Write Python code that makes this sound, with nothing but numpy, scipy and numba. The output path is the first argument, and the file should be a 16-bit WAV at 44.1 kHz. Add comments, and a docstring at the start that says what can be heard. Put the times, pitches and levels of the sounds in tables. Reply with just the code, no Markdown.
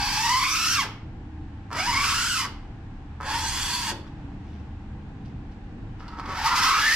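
"""Scoring an acrylic sheet

A hooked tool is pulled four times along a steel straightedge over an acrylic sheet on a workbench.
Its tip sticks and slips at a rate that follows the hand: ticks at first, then a rough squeal that
rises with speed. Every slip rings the sheet and tears off chips. The workshop echoes it all over the
low hum of its ventilation, and an automatic gain control dips a little under the loudest stroke."""
import sys
import numpy as np
from scipy import signal
from scipy.fft import rfft, irfft
from scipy.io import wavfile
from scipy.ndimage import uniform_filter1d
from numba import njit

SR = 44100
rng = np.random.default_rng(int(sys.argv[2]) if len(sys.argv) > 2 else 0)


def unload_audio(sound):
    """Save the sound as a 16-bit wav file, at the path given as the first command line argument."""
    columns = np.transpose(np.atleast_2d(sound))
    # keep every value between -1 and 1, then stretch to whole-number steps
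    steps = np.round(np.clip(columns, -1, 1) * 32767)
    wavfile.write(sys.argv[1], SR, steps.astype(np.int16))


N = 306495
T = np.arange(N) / SR
FREQ = np.maximum(np.arange(N // 2 + 1) * SR / N, 1)

# the four pulls of the hand: start_s, end_s, press_down_s, extra_weight_db
STROKES = [(-.1, 0.876, 0.011, -0.35), (1.713, 2.48, 0.011, 1), (3.205, 3.936, .01, 0.1),
           (6.0, 7.05, 0.22, 1)]
# how strongly the sheet sends out each frequency: frequency_hz, level_db
SHEET_TONE = [(30, -67), (150, -65), (350, -7), (560, -8.5), (720, -6), (920, 4.5), (1300, 2), (1900, -6.5),
              (2900, -10), (3900, -13), (5000, -7), (6500, -12.5), (8100, -16), (9200, -23.5),
              (10200, -17.5), (11300, -23), (12200, -20), (15500, -37.5)]


def undb(db):
    """Turn decibels into a plain multiplier."""
    return 10 ** (np.asarray(db) / 20)


def unit(x):
    """Scale to an average (rms) level of 1."""
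    return x / np.sqrt(np.mean(x ** 2))


def even(x, span_s=0.12):
    """Hold the level near 1 over time, keeping the fast grain."""
    power = np.abs(uniform_filter1d(x ** 2, int(span_s * SR)))
    return x / np.sqrt(power + 1e-6 * np.mean(x ** 2))


def curves(rows):
    """Join each column of a table by straight lines in time."""
    times, *columns = np.transpose(rows)
    return [np.interp(T, times, column) for column in columns]


def during(start, end):
    """1 from start to end, with soft edges."""
    return uniform_filter1d(1. * ((T >= start) & (T <= end)), SR // 200)


def db_at(points):
    """Join (frequency_hz, level_db) points into a level for every frequency."""
    hz, db = np.transpose(points)
    return np.interp(np.log(FREQ), np.log(hz), db)


def colour(x, db, size=4096):
    """Filter a sound so that each frequency changes by the given decibels."""
    gain = undb(np.interp(np.linspace(0, SR / 2, size // 2 + 1), FREQ, db))
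    # folding the cepstrum makes the filter ring after a hit, never before it
    cepstrum = irfft(np.log(gain))
    cepstrum[1:size // 2] *= 2
    cepstrum[size // 2:] = 0
    return signal.oaconvolve(x, irfft(np.exp(rfft(cepstrum))))[:N]


def split(x, hz):
    """The parts below and above a frequency."""
    return [signal.sosfilt(signal.butter(4, hz, kind, fs=SR, output="sos"), x)
            for kind in ("low", "high")]


def tilt(x, hz, db):
    """Raise or lower everything above a frequency, moment by moment."""
    low = signal.sosfiltfilt(signal.butter(3, hz, fs=SR, output="sos"), x)
    return low + undb(db) * (x - low)


def wander(rate_hz):
    """A random curve of size about 1 that heads for a new value rate_hz times a second."""
    hold = max(int(SR / rate_hz), 1)
    steps = np.repeat(rng.standard_normal(N // hold + 1), hold)
    return unit(uniform_filter1d(steps, hold)[:N])


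def sine(hz):
    """A pure tone that follows a changing pitch."""
    return np.sin(2 * np.pi * np.cumsum(hz) / SR)


def diffuse(db, apart_hz):
    """Noise from all sides: left and right are alike in the bass, unrelated in the treble."""
    mid, side = rfft(rng.standard_normal((2, N))) * undb(db)
    side = side * np.minimum(0.013 + FREQ / apart_hz, 1)
    return irfft(np.array([mid + side, mid - side]), N)


def hand(stroke, pull, effort, creep_hz=250.34, creep_hold=0.2, creep_rough=0.34, touch_db=-8.5):
    """The hand presses down, speeds up and brakes; the slower it moves, the quieter and duller."""
    start, end, press_s, weight_db = stroke
    pull_hz, groove, grip = curves(pull)
    body_db, treble_db = curves(effort)
    run_up = np.interp(T, [start + press_s, pull[0][0]], [0, 1])
    brake = np.interp(T, [pull[-1][0], end], [1, 0])
    hz = creep_hz + (pull_hz - creep_hz) * run_up * brake
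    octaves = np.log2(hz / pull_hz)
    press_db = weight_db + 20 * np.log10(np.interp(T, [start, start + press_s], [undb(touch_db), 1]))
    db_per_octave = np.where(brake < 1, 9.5, 7)
    level_db = body_db + press_db + octaves * db_per_octave
    bite_db = treble_db - body_db + octaves * 6.5  # a deeper bite means more treble
    # at a creep the tip lets go unevenly and holds through a share of its slips
    creep = (1 - run_up * brake) ** 2
    slip_hz = hz * (1 - creep_hold * creep)
    return np.array([slip_hz, level_db, bite_db, groove + creep_rough * creep, np.clip(grip + creep, 0, 1)])


def gestures():
    """The hand's strokes in turn: each takes over midway through the pause before it."""
    # the tip in full pull, a table per stroke: time_s, slip_hz, roughness (0-1), second_corner_grip (0-1)
    pulls = [
        [(0, 844, 0.08, 0.06), (.07, 818, 0.1, 0.44), (.15, 844, 0.11, 0.15), (.23, 876, 0.08, 0.2),
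         (.3, 976, 0.07, 0.2), (.42, 1094, 0.07, 0.07), (.55, 1249, 0.09, 0.33), (.73, 1461, 0.11, 0.17),
         (.775, 1264, 0.08, 0.49), (.8, 1075, 0.02, 0), (.83, 842, .07, 0.4)],
        [(1.785, 680.3, 0.1, 0.1), (1.83, 795, .075, 0.11), (1.87, 935, .085, 0.14), (1.95, 1032, .12, 0.25),
         (2.02, 1172, .15, 0.25), (2.08, 1371, 0.14, 0.37), (2.125, 1114, 0.15, 0.86), (2.18, 1470, 0.11, 0.2),
         (2.22, 1408, .15, 0.2), (2.29, 1544, 0.1, 0), (2.365, 1421, 0.15, 0.16), (2.39, 1096, 0.14, 0.7),
         (2.425, 917.5, 0.14, 0.8), (2.455, 959, 0.21, 0.9)],
        [(3.29, 891, 0.23, 0.81), (3.335, 961, 0.15, 0.7), (3.41, 869.7, 0.2, 0.86), (3.5, 911, 0.2, .6),
         (3.56, 1022, .21, 0.7), (3.62, 956.5, .25, 1), (3.72, 984, .16, 0.61), (3.87, 950.3, 0.18, 0.79),
         (3.91, 783, 0.14, 0.86)],
        [(6.39, 767.3, 0.14, 0.23), (6.43, 832, 0.13, 0.34), (6.47, 940, 0.17, 0.77), (6.53, 992, 0.21, 0.45),
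         (6.58, 1033, 0.21, 0.98), (6.7, 1004, 0.13, 1), (6.76, 1200, 0.17, 0.71), (6.81, 1468, 0.18, 0.57),
         (6.845, 1740, 0.15, 0.44), (6.91, 1795, 0.2, 0.61), (6.94, 1863, 0.21, 0.5)],
    ]
    # strength of the pull, a table per stroke: time_s, body_db, treble_db
    efforts = [
        [(0.0, -24.5, -33), (0.124, -29, -31), (.165, -25.5, -29.5), (.22, -25.5, -28.5), (0.29, -23, -28),
         (0.408, -23, -28.5), (0.448, -24.5, -28.5), (0.73, -27.5, -25.5), (0.794, -21.5, -28.5),
         (0.804, -28.5, -28), (0.83, -26.5, -33)],
        [(1.79, -29.5, -36.5), (1.81, -28, -36.5), (1.846, -30, -35.5), (1.875, -26.5, -34),
         (1.988, -27.5, -33.5), (2.042, -25, -29), (2.41, -31, -30.5), (2.45, -32.5, -42)],
        [(3.29, -31, -39), (3.34, -27, -34.5), (3.382, -33, -36), (3.474, -33, -34), (3.508, -34.5, -34),
         (3.75, -32.5, -31), (3.782, -35, -33), (3.9, -31, -33), (3.91, -34.5, -39.5)],
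        [(6.39, -30.5, -41), (6.47, -23.5, -31), (6.536, -21, -35), (6.568, -24, -26.5), (6.614, -23.5, -30.5),
         (6.636, -20.5, -25), (6.734, -20.5, -29.5), (6.928, -20, -24), (6.94, -24.5, -22.5)],
    ]
    handover_s = [(before[1] + after[0]) / 2 for before, after in zip(STROKES, STROKES[1:])]
    motions = [hand(*parts) for parts in zip(STROKES, pulls, efforts)]
    return np.choose(np.searchsorted(handover_s, T), motions)


@njit
def stick_slip(hz, rough, chance, size):
    """The tip loads up and lets go after uneven waits; gives the slips and the seconds since the last."""
    slips, age = np.zeros(len(hz) + 1), np.zeros(len(hz))
    load, since, k = 0., 0., 0
    for i in range(len(hz)):
        step = hz[i] / SR * np.exp(rough[i] * chance[k] + rough[i] ** 2 / 2)
        load += step
        since += 1 / SR
        if load >= 1:
            load, since, k = load - 1, 0., k + 1
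            share = min(load / step, 1.)  # a slip falls between two samples
            strength = np.exp(np.sqrt(rough[i]) * size[k])
            slips[i] += strength * share
            slips[i + 1] += strength * (1 - share)
        age[i] = since
    return slips[:-1], age


def slipping(hz, rough, jitter=0.6, waver=0.5, scatter=0.62):
    """One corner of the tip slips along; the groove is never quite even, so its rate wavers."""
    timing, size = rng.standard_normal((N // 10, 2)).T
    wavering_hz = hz * np.exp(waver * rough * wander(170))
    return stick_slip(wavering_hz, jitter * rough, timing, scatter * size)


def singing(hz, blur=0.024, ease_s=0.026):
    """The whole tool swings with the slips and gives a clear tone at their rate."""
    # stretches where the tool sings: start_s, end_s, level_db (against the slips)
    stretches = [(-.03, 0.245, -7.5), (1.85, 1.955, -10), (3.27, 3.616, -14.5), (3.68, 3.911, -13.5),
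                 (6.382, 6.475, -5.5), (6.82, 6.989, -0.5)]
    swell = sum(undb(db) * np.clip(np.minimum(T - start, end - T) / ease_s, 0, 1)
                for start, end, db in stretches)
    return swell * sine(hz * (1 + blur * wander(400)))


def overtones(hz, slope=0.6, blur_hz=60, fade_hz=1400):
    """Blurred overtones of the chatter glide with the slip rate; a very fast pull loses them."""
    tones = sum(k ** slope * undb(3.2 * wander(9.5)) * sine(k * hz + blur_hz * wander(600))
                for k in range(2, 8))
    return unit(tones) / (1 + (hz / fade_hz) ** 10)


def screech(hz, resonance_hz=2450, width_octaves=0.4, waver=0.075, flutter_db=4):
    """The blade screeches when twice the slip rate passes through its own ringing pitch."""
    pitch = 2 * hz * np.exp(waver * wander(700))
    tone = unit(undb(flutter_db * wander(120)) * sine(pitch))
    return tone * np.exp(-(np.log2(2 * hz / resonance_hz) / width_octaves) ** 2)


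def scoring(corner_ratio=1.28, overtone_db=-2, screech_db=-14, chip_db=-8, chip_s=0.00015):
    """Slips and torn chips ring the sheet; a deeper bite adds treble."""
    # resonances of the sheet, pinned in a new place each time, a table per stroke:
    # pitch_hz, width_hz, lift_db
    resonances = [
        [(850, 130, 0.5), (1497, 310, -1), (2200, 1440, 6.5), (3150, 560, 1.5), (5540, 500, 4),
         (12600, 1700, 4.5)],
        [(690, 54, 3.5), (890, 610, -2.5), (1561, 207, 1.5), (2050, 500, 3.5), (2996, 410, 2.5),
         (3868, 366, -1.5), (4928, 250, 0), (10500, 3000, 0.5)],
        [(979, 54, -2), (1254.6, 360, -13.5), (1649, 590, 5), (2168, 409, -3), (3400, 260, 6),
         (3830, 300, -5.5), (4560, 420, 6), (5260, 1200, -4.5), (8900, 4800, 2)],
        [(400.4, 160, 2), (669.7, 170.6, -1.5), (962, 169, 1.5), (1310, 157, 3.5), (1700, 300, 1.5),
         (2050, 420, 5.5), (2738, 565, 1.5), (3455, 408, 0), (8500, 6430, -8)],
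    ]
    hz, level_db, bite_db, rough, grip = gestures()
    rough = np.clip(rough, 0.01, 0.8)
    contacts = [during(start, end) for start, end, *_ in STROKES]
    slips, age = slipping(hz, rough)
    # in a rough groove the tip's other corner catches too, a little faster
    corner = grip * even(slipping(hz * corner_ratio, rough)[0])
    # plastic crumbles for a moment after each slip
    crumble = rng.standard_normal(N) * np.exp(-age / chip_s) * undb(5 * wander(900))
    _, chips = split(crumble, hz=1380)
    smoothness = np.exp(-rough / 0.062)
    tones = singing(hz) + undb(overtone_db) * smoothness * overtones(hz)
    force = even(slips) + corner + tones + undb(screech_db) * screech(hz) + undb(chip_db) * even(chips)
    ring = 0
    for contact, modes in zip(contacts, resonances):
        lift_db = sum(db / (1 + (2 * (FREQ - pitch) / width) ** 2) for pitch, width, db in modes)
        ring = ring + colour(force * contact, db_at(SHEET_TONE) + lift_db)
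    body, treble = split(ring, hz=3270)
    # a light touch is dull, a deep bite is bright to the very top
    body = even(tilt(body, hz=1900, db=0.67 * (bite_db + 5)))
    treble = even(tilt(treble, hz=5900, db=2.5 + 0.35 * bite_db))
    spurts_db = 0.2 * wander(260)  # chips tear off in spurts
    rasp = undb(-1) * body + undb(bite_db - 0.85 + spurts_db) * treble
    judder_db = 2 * np.minimum(rough, 0.25) * wander(220)  # a rough groove shakes the whole tool
    return rasp * undb(level_db + judder_db) * sum(contacts)


def ventilation(rumble_db=-39, hiss_db=-53.5, hum_db=-2, sway_db=4.5, drift_hz=1.45):
    """The ventilation rumbles, its ducts hiss and its fan hums in wavering tones."""
    # tone of the rumble and of the hiss: frequency_hz, level_db
    rumble_tone = [(12, -41), (20, -1.5), (33, 3), (53, -3.5), (107, -1), (173, -8), (204, -8.5),
                   (233, -10), (287, -7.5), (328, -14), (348, -18), (441, -22.5), (490, -21.5), (552, -31),
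                   (700, -24.5), (910, -47), (1540, -120)]
    hiss_tone = [(350, -39.5), (600, -12.5), (703, -20.5), (771, 3), (952, -5), (1130, -7.5), (1210, -10.5),
                 (1610, -9), (2150, -16), (2560, -16.5), (5790, -31.5), (7840, -36), (14000, -67)]
    # the fan's tones: pitch_hz, level_db
    fan_tones = [(27, -52.5), (74.5, -47.5), (104, -48), (205, -53), (284, -56), (318, -57)]
    rumble = unit(diffuse(db_at(rumble_tone), apart_hz=1660)) * undb(rumble_db + 1.5 * wander(7))
    hiss = unit(diffuse(db_at(hiss_tone), apart_hz=2100)) * undb(hiss_db + 0.5 * wander(4.42))
    hum = sum(undb(db + hum_db + sway_db * wander(4)) * sine(hz + drift_hz * wander(6))
              for hz, db in fan_tones)
    return rumble + hiss + np.sqrt(2) * hum


def squeals(waver=0.035, flutter_db=3, gain_db=-2):
    """Thin, unsteady whistles swell and fade over the scoring; in the third stroke some glide quickly upwards."""
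    # thin whistles: middle_s, length_s, pitch_hz, glide_octaves_per_s, level_db
    whistles = [(0.061, 0.36, 4640, -0.2, -30), (0.365, 0.27, 4570, .1, -32),
                (.52, 0.099, 5850, 0.5, -28.5), (0.651, .14, 5260, -2, -28),
                (.72, 0.14, 5730, -2.3, -25.5), (.803, 0.072, 2207, -8.5, -31),
                (.8, 0.072, 3300, -8, -30), (1.815, 0.096, 2330, 3.5, -25.5),
                (1.97, 0.16, 2175, 1.7, -25), (1.91, 0.36, 4960, 0, -30.5),
                (2.28, 0.23, 7820, 0.5, -33.5), (2.376, 0.16, 2902, 0.1, -32.5),
                (2.39, 0.17, 4820, 0.4, -36), (3.309, .17, 1762, 1.5, -39),
                (3.432, .3, 5800, 2.1, -34), (3.472, .16, 7870, 3.5, -38),
                (3.62, 0.18, 7500, 3.5, -37.5), (3.53, 0.32, 4717, 2.5, -37),
                (3.63, .2, 3345, 0, -35.5), (3.75, 0.19, 4395, -0.2, -33), (6.3, .25, 2053, -1.2, -49),
                (6.64, .18, 5393, 1.5, -28), (6.762, .14, 2355, 3.5, -25),
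                (6.891, .18, 2814, .3, -28.5), (6.89, .16, 2290, 1.5, -28)]
    wobble = 1 + waver * wander(900)
    out = 0
    for middle, length, hz, glide, db in whistles:
        t = np.clip(T - middle, -length / 2, length / 2)
        pitch = hz * 2 ** (glide * t) * wobble
        out = out + undb(db) * np.cos(np.pi * t / length) * sine(pitch)
    return out * undb(gain_db + flutter_db * wander(150))


def thuds(hz=270, width_hz=300, rise_s=0.0082, decay_s=0.05):
    """Dull low thuds: the tip's slow slipping as a stroke gathers speed, and soft knocks as strokes end."""
    # low thuds: peak_s, level_db
    peaks = [(.85, -42), (1.76, -40), (2.46, -41.5), (3.922, -36), (3.995, -51), (6.28, -39)]
    swell = sum(undb(db) * np.exp(-np.maximum((T - peak) / decay_s, (peak - T) / rise_s))
                for peak, db in peaks)
    tone_db = -20 * np.log10(1 + ((FREQ - hz ** 2 / FREQ) / width_hz) ** 2 / 2)
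    return swell * unit(colour(rng.standard_normal(N), tone_db))


def catches(gain_db=4, bright_db=1):
    """Lone slips ring the sheet as the tip is set down or digs in."""
    # single catches of the tip: start_s, level_db, treble_over_body_db
    lone_slips = [(1.705, -26, -19), (1.714, -19.5, -18), (1.73, -21.5, -2), (3.203, -20.5, -31),
                  (3.21, -20.5, -14), (3.219, -27, -14), (3.231, -22, -11), (3.915, -25, -2),
                  (4.067, -35, -22), (4.318, -45, -22), (6.187, -22.5, -30), (6.197, -17.5, -32)]
    blows = np.zeros((2, N))  # one row for the body, one for the treble
    for start, db, treble_db in lone_slips:
        blows[:, int(start * SR)] = undb([db, db + treble_db + bright_db])
    ring = colour(signal.unit_impulse(N), db_at(SHEET_TONE))[:SR // 20]
    bands = split(ring / np.abs(ring).max(), hz=1700)
    return undb(gain_db) * sum(signal.fftconvolve(blow, band)[:N] for blow, band in zip(blows, bands))


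def scuffs(grain_db=4):
    """Hands and tool rub lightly on the plastic with a grainy hiss."""
    # soft rubs: middle_s, half_length_s, level_db
    rubs = [(4.075, 0.0092, -54.5), (4.534, 0.11, -64), (5.267, .044, -66), (5.524, .012, -61),
            (6.019, 0.03, -57.5), (6.099, 0.021, -61), (6.18, .017, -59)]
    # tone of the rubbing: frequency_hz, level_db
    rub_tone = [(500, -23), (2800, 5), (4300, -1.5), (5700, -1), (7000, -15), (14000, -27)]
    swell = sum(undb(db) * np.exp(-((T - middle) / half) ** 2) for middle, half, db in rubs)
    grains = rng.standard_normal(N) * undb(grain_db * wander(400))
    return swell * unit(colour(grains, db_at(rub_tone)))


def taps(ring_s=0.0037):
    """The blade is lined up against the straightedge: sharp steel ticks that the sheet damps at once."""
    # taps of the blade: start_s, level_db
    hits = [(5.998, -49), (6.081, -41.5), (6.187, -43), (6.197, -39), (6.258, -39)]
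    # tone of steel on steel: frequency_hz, level_db
    steel_tone = [(1000, -14), (2300, -9), (3000, 5), (3900, -3), (4600, 8), (5700, -2), (6500, -17),
                  (14000, -40)]
    fade = sum(undb(db) * (T >= start) * np.exp(-np.abs(T - start) / ring_s) for start, db in hits)
    return fade * unit(colour(rng.standard_normal(N), db_at(steel_tone)))


def bounces(x, first_s=0.000725, last_s=0.008, drift_s=0.0005, spacing_s=0.00011, count=8):
    """Echoes off bench, ruler and arms, each from its own side, along paths that slowly drift."""
    out = np.zeros((2, N))
    sides = rng.permutation(np.linspace(-1, 1, count))
    for lag, side in zip(np.geomspace(first_s, last_s, count), sides):
        delay_s = lag + drift_s * (2 + wander(1.5))
        for channel, sign in enumerate((1, -1)):
            out[channel] += np.interp(T - delay_s - sign * side * spacing_s / 2, T, x)
    return out / np.sqrt(count)


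def workshop(x, lag_s=0.000028, direct_db=-1, late_db=-10, low_ring_s=0.47, high_ring_s=0.28):
    """The sound reaches the right side first; near surfaces scatter it, then the room rings."""
    # balance between the two sides: frequency_hz, left_minus_right_db
    balance = [(300, 3.5), (700, 0), (1300, -1), (2400, 0.5), (4400, -1), (8000, -3.5), (14000, -5)]
    left = irfft(rfft(x) * np.exp(-2j * np.pi * FREQ * lag_s), N)
    # the sheet throws its treble up and sideways more than forwards
    near = bounces(colour(x, db_at([(2000, -7), (9000, -1)])))
    t = T[:SR]
    room_noise = diffuse(db_at([(1000, 1.2), (12000, -3.5)]), apart_hz=3500)[:, :SR]
    low, high = split(unit(room_noise), hz=4000)
    build_up = 1 - np.exp(-t / 0.0029)
    tail = (low * undb(-60 * t / low_ring_s) + high * undb(-60 * t / high_ring_s)) * build_up
    late = signal.fftconvolve(x[None], undb(late_db) * unit(tail) / np.sqrt(SR), axes=1)[:, :N]
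    stereo = undb(direct_db) * np.array([left, x]) + near + late
    return np.array([colour(side, sign * db_at(balance) / 2) for side, sign in zip(stereo, (1, -1))])


def scene():
    """Four strokes in the humming workshop."""
    return workshop(scoring() + squeals() + catches() + taps() + thuds() + scuffs()) + ventilation()


def record(dry):
    """A slow gain control turns the loudest stroke down a little; a filter cuts the highest treble."""
    threshold_db, ratio, response_s, top_hz = -23, 2.84, 0.22, 15600
    memory = np.exp(-1 / (response_s * SR))
    power = signal.lfilter([1 - memory], [1, -memory], np.mean(dry ** 2, axis=0))
    excess = np.sqrt(np.hypot(1, power / undb(threshold_db) ** 2))
    gain = excess ** (1 / ratio - 1)
    return signal.sosfilt(signal.ellip(10, 0.2, 80, top_hz, fs=SR, output="sos"), dry * gain)


dry = scene()
out = record(dry)
unload_audio(out)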